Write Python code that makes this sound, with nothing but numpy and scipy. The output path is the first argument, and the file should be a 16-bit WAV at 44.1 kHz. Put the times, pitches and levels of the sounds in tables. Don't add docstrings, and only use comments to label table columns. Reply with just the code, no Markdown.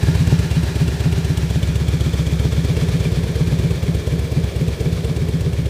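import sys
import numpy as np
from scipy import signal
from scipy.fft import rfft, irfft, next_fast_len
from scipy.io import wavfile

SR = 44100
rng = np.random.default_rng(int(sys.argv[2]) if len(sys.argv) > 2 else 0)


def unload_audio(sound):
    columns = np.transpose(np.atleast_2d(sound))
    steps = np.round(np.clip(columns, -1, 1) * 32767)
    wavfile.write(sys.argv[1], SR, steps.astype(np.int16))


N = 250929

# (Hz, width Hz, dB, polarity at the outlet)
STEADY_PIPE = [(68.7, 7.15, 19.5, -1.0), (90.7, 10.2, 13.5, -1.0), (108, 8.5, 8, -1.0), (121, 80, 2, 1.0),
               (170.4, 10.2, 13.5, 1.0), (256, 130, -2, -1.0), (275.5, 44, -1.5, 1.0),
               (393, 33, 0, 1.0)]
LOPING_PIPE = [(70.3, 5.1, 18.5, -1.0), (90.4, 10.2, 13, -1.0), (106.2, 61.5, 16.5, 1.0),
               (129.8, 80.8, 20.5, -1.0), (167.3, 9.24, 25, 1.0), (213.6, 79, 8.5, 1.0),
               (267.8, 10.3, 3.5, -1.0), (428, 15, -7, 1.0)]
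RUMBLE = [(15, -18), (30, -15), (65, 0), (170, 0), (210, -8), (400, -30), (900, -70)]
# (Hz, dB per Hz)
BESIDE_ENGINE = [(400, -52), (700, -0.5), (1000, 0.5), (1250, -3.5), (1600, 1), (2050, 0.5), (2400, -2), (3000, -2), (4700, -3), (6500, -9), (8000, -10.5), (11000, -17), (15400, -25)]
BESIDE_FORK = [(400, -20), (750, -4), (1250, -1), (1700, -2.5), (2000, -1.5), (2330, -6), (2700, -5), (3300, -1.5), (4400, -4.5), (6300, -6.5), (8000, -10), (11000, -17), (15400, -22)]
# (Hz, width Hz, dB)
FINS = [(890, 75, 5), (1420, 40, 4.5), (1700, 130, 6), (2430, 110, 4), (2750, 60, 2), (3880, 170, 0), (5600, 220, -5)]
COVERS = [(1410, 25, -3), (1740, 90, -1), (2290, 90, 4), (2400, 60, 1), (3230, 60, 3), (3450, 110, 0), (4270, 110, -5), (5600, 200, -10)]
TOP_HZ = 15500
# (s, crankshaft rpm)
SPEED = [(0.0, 971.2), (0.4, 1022.2), (0.58, 969.9), (1.21, 983.3), (1.36, 931.0), (2.04, 960.4), (2.19, 898.4),
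         (2.82, 1016.4), (3.21, 1040.5), (3.33, 985.1), (3.48, 1030.4), (4.25, 968.1), (4.53, 999.2), (4.82, 956.7),
         (4.92, 1015.0), (5.69, 952.4)]
STEADY_AT, LOPING_AT, SEAT_AT = .2507, .691, .935
STUMBLE_S = 0.002
# (s, strength dB)
STEADY_EFFORT = [(.35, 3), (.6, 0.5), (1.5, 0.5), (1.8, 2.4), (2.3, 0), (3.8, 0.5), (4.1, -0.5), (5.6, -1.5)]
LOPING_EFFORT = [(1.06, 3), (1.22, -2), (2.33, -0.7), (2.65, 1), (4.4, 1.3), (4.88, .6), (5.1, -1.5), (5.6, -1.5)]
# (s, drop in strength dB)
MISFIRES = [(.44, -7.5), (.69, -8.5), (.93, -8), (3.29, -4), (3.76, -6), (4.01, -13.5), (4.24, -10), (4.49, -20), (4.74, -21), (4.98, -4)]
# (s, place: 0 beside the cylinders, 1 beside the fork, 2 ahead of the bike)
PATH = [(1.1, 0.054), (1.9, 0.8), (3.1, 2.1), (4, 1.95)]
# (s, exhaust rasp dB, engine clatter dB)
LOUDNESS = [(0, -30.5, -34), (1.83, -31, -37.5), (3, -28.5, -35.5), (4.3, -29, -38.5), (4.9, -28.5, -38), (5.65, -31, -40)]
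CLICK_DB = [-33.5, -32.5, -36.5]
# (Hz, dB from beside the cylinders, dB from beside the fork, dB from ahead)
STEADY_ROCKER = [(2266, -39, -43, -42), (2740, -34.5, -44, -38), (3025, -39, -33, -50), (3390, -39, -28, -40)]
LOPING_ROCKER = [(1720, -38, -45, -43), (2310, -40, -36, -34), (3420, -44, -32, -46)]
# (s, extra ring dB)
KNOCKS = [(.88, 3.5), (1.12, 5), (1.63, 7.5), (1.93, 5), (2.01, 1), (2.58, 7), (2.77, 6), (3.06, 11), (4.62, 3), (4.86, 9), (5.05, 4)]
# (Hz, dB per Hz beside the cylinders, beside the fork, ahead)
RASP_COLOUR = [(120, -6, -3.5, -4.5), (233, 1, 0, -3.5), (297, -4, -0.5, -8), (390, 3, 0, 1.5), (458, -5, -2, -0.5),
               (619, -7, -9, -10), (772, -15, -16.5, -17.5), (1200, -24.5, -21, -26), (3000, -38, -41, -39.5)]
# (Hz, dB per Hz)
AHEAD = [(400, -2), (750, -7.5), (1050, -0.5), (1330, -4.5), (1720, 0.5), (2000, -2), (2350, -1), (2750, -4), (3300, -1.5), (4400, -3.5), (6300, -9), (8000, -11.5), (11000, -17), (15400, -27)]
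TAP_VARY_DB = 1.6


def amp(db):
    return 10 ** (np.asarray(db) / 20)


def unit(x):
    return x / np.sqrt(np.mean(x ** 2) + 1e-20)


def filtered(x, response):
    m = next_fast_len(N + SR // 2)
    return irfft(rfft(x, m) * response(np.fft.rfftfreq(m, 1 / SR)), m)[:N]


def coloured(x, points):
    hz, db = np.transpose(points)
    return unit(filtered(x, lambda f: amp(np.interp(np.log(f + 1), np.log(hz), db))))


def resonance(f, hz, width):
    return 1j * f * width / (hz * hz - f * f + 1j * f * width)


def pulses(times, db):
    return np.bincount(np.clip(np.round(times * SR).astype(int), 0, N), amp(db), N + 1)[:N]


def bursts(times, db, width):
    t = np.arange(-SR // 10, SR // 10 + 1) / SR
    return np.abs(signal.fftconvolve(pulses(times, db), np.exp(-.5 * (t / width) ** 2), 'same'))


def scatter(times, spread_db):
    return spread_db * rng.standard_normal(len(times))


def pipe(beats, modes, level_db, vary_db, lead, lead_db, low_hz, high_hz):
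    times, db = beats
    ring = np.zeros(N)
    for hz, width, mode_db, polarity in modes:
        blows = pulses(times, db + mode_db + scatter(times, vary_db))
        ring += np.sign(polarity) * filtered(blows, lambda f: resonance(f, hz, width))
    dip = lambda f: 1 - amp(lead_db) * np.exp(2j * np.pi * f * lead)
    outlet = lambda f: (1j * f / (1j * f + low_hz)) ** 2 / (1 + 1j * f / high_hz) ** 2
    return amp(level_db) * filtered(ring, lambda f: dip(f) * outlet(f))


def rasp(flow=0.92, loping_share=0.24, echo_share=0.14, opening_share=.15, follows=0.8):
    (steady, steady_db), (loping, loping_db) = firings()
    gate = flow + bursts(steady + 0.0064, follows * steady_db, width=0.0047)
    gate += opening_share * bursts(loping - .014, follows * loping_db, width=0.0024)
    gate += loping_share * bursts(loping - .001, follows * loping_db, width=0.0089)
    gate += echo_share * bursts(loping + .018, follows * loping_db, width=0.005)
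    hz, *colours = np.transpose(RASP_COLOUR)
    gas = sum(nearness(place) * coloured(rng.standard_normal(N), np.c_[hz, db]) for place, db in enumerate(colours))
    return unit(gate * gas)


def clatter(whirr_db=0, slap_db=-6, rocker_db=-5.5, seat_db=-11, fins_db=-3.5, covers_db=-3.0, far_covers_db=-7.0):
    (steady, _), (loping, _) = firings()
    closings = cycle_times(SEAT_AT)
    uneven = lambda times: scatter(times, 1.5)
    slap = bursts(steady, slap_db + uneven(steady), width=0.0062)
    rocker = bursts(loping - .004, rocker_db + uneven(loping), width=0.018)
    seat = bursts(closings, seat_db + uneven(closings), width=0.00068)
    gate = amp(whirr_db) + slap + rocker + seat

    def heard(colour, modes, ring_db):
        metal = filtered(gate * grains(spiky=0.26), lambda f: sum(amp(db) * resonance(f, hz, width) for hz, width, db in modes))
        return coloured(gate * grains(spiky=0.13), colour) + amp(ring_db) * unit(metal)

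    places = [heard(BESIDE_ENGINE, FINS, fins_db), heard(BESIDE_FORK, COVERS, covers_db), heard(AHEAD, COVERS, far_covers_db)]
    return sum(nearness(place) * sound for place, sound in enumerate(places))


def pings(times, modes, t60, attack, detune):
    t = np.arange(SR // 10) / SR
    fade = amp(-60 * t / t60) * (1 - np.exp(-t / attack))
    out = np.zeros(N + SR)
    for hz, *place_db in modes:
        levels = from_place(place_db, times) + accents(KNOCKS, times) + scatter(times, TAP_VARY_DB)
        for s, db, (bend, phase) in zip(times, levels, rng.standard_normal((len(times), 2))):
            out[round(s * SR):][:len(t)] += amp(db) * fade * np.sin(2 * np.pi * (hz * (1 + detune * bend) * t + phase))
    return out[:N]


def grains(spiky):
    size = np.repeat(rng.standard_normal(N // 16 + 1), 16)[:N]
    return unit(rng.standard_normal(N) * np.exp(spiky * size))


def clicks(loping_db=-9, seat_db=-11, t60=0.057, attack=0.00074):
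    (steady, _), (loping, _) = firings()
    loping = loping - .006 + 0.0043 * rng.standard_normal(len(loping))
    snap = lambda times, db: pulses(times, from_place(CLICK_DB, times) + db + scatter(times, 1.3))
    blows = snap(steady - .002, 0) + snap(loping, loping_db) + snap(cycle_times(SEAT_AT) - .002, seat_db)
    t = np.arange(SR // 10) / SR
    fading = signal.fftconvolve(blows, amp(-60 * t / t60) * (1 - np.exp(-t / attack)))[:N]
    colour = [(1500, -34), (3500, 4.5), (6000, 2.5), (8200, 8.0), (10500, -2), (15000, -2.5)]
    return fading * coloured(grains(spiky=0.14), colour)


def curve(rows, times, column=1):
    columns = np.transpose(rows)
    return np.interp(times, columns[0], columns[column])


def cycle_times(phase):
    t = np.arange(N) / SR
    cycles = np.cumsum(curve(SPEED, t)) / (120 * SR)
    return np.interp(np.arange(phase, cycles[-1]), cycles, t)


def accents(rows, times):
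    s, db = np.transpose(rows)
    return (np.abs(times[:, None] - s) < .025) @ db


def from_place(levels, times):
    return np.interp(curve(PATH, times), np.arange(len(levels)), levels)


def firings():
    steady, loping = cycle_times(STEADY_AT), cycle_times(LOPING_AT)
    drop_db = accents(MISFIRES, loping)
    steady = steady + STUMBLE_S * np.r_[0, 1 - amp(drop_db)][:len(steady)]
    return (steady, curve(STEADY_EFFORT, steady)), (loping, curve(LOPING_EFFORT, loping) + drop_db)


def nearness(place):
    return np.sqrt(np.clip(1 - np.abs(curve(PATH, np.arange(N) / SR) - place), 0, 1))


def scene():
    t = np.arange(N) / SR
    s, rasp_db, clatter_db = np.transpose(LOUDNESS)
    level = lambda db: amp(np.interp(t, s, db))
    steady, loping = firings()
    beat = pipe(steady, STEADY_PIPE, level_db=26.0, vary_db=0.54, lead=0.00523, lead_db=-3.5, low_hz=41.4, high_hz=383)
    beat += pipe(loping, LOPING_PIPE, level_db=27.0, vary_db=0.5, lead=0.00575, lead_db=-9.5, low_hz=39.7, high_hz=414)
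    gas = level(rasp_db) * rasp()
    metal = level(clatter_db) * clatter() + clicks()
    metal += pings(steady[0] - .0015, STEADY_ROCKER, t60=0.053, attack=0.00023, detune=0.022)
    metal += pings(loping[0] - .002, LOPING_ROCKER, t60=0.034, attack=0.00038, detune=0.031)
    rumble = amp(-32) * coloured(rng.standard_normal(N), RUMBLE)
    return (beat + gas + metal + rumble)[None]


def record(dry):
    low_cut = lambda f: f ** 3 / np.sqrt(f ** 6 + 33. ** 6)
    return np.array([filtered(channel, lambda f: low_cut(f) * (f < TOP_HZ)) for channel in dry])


dry = scene()
out = record(dry)
unload_audio(out)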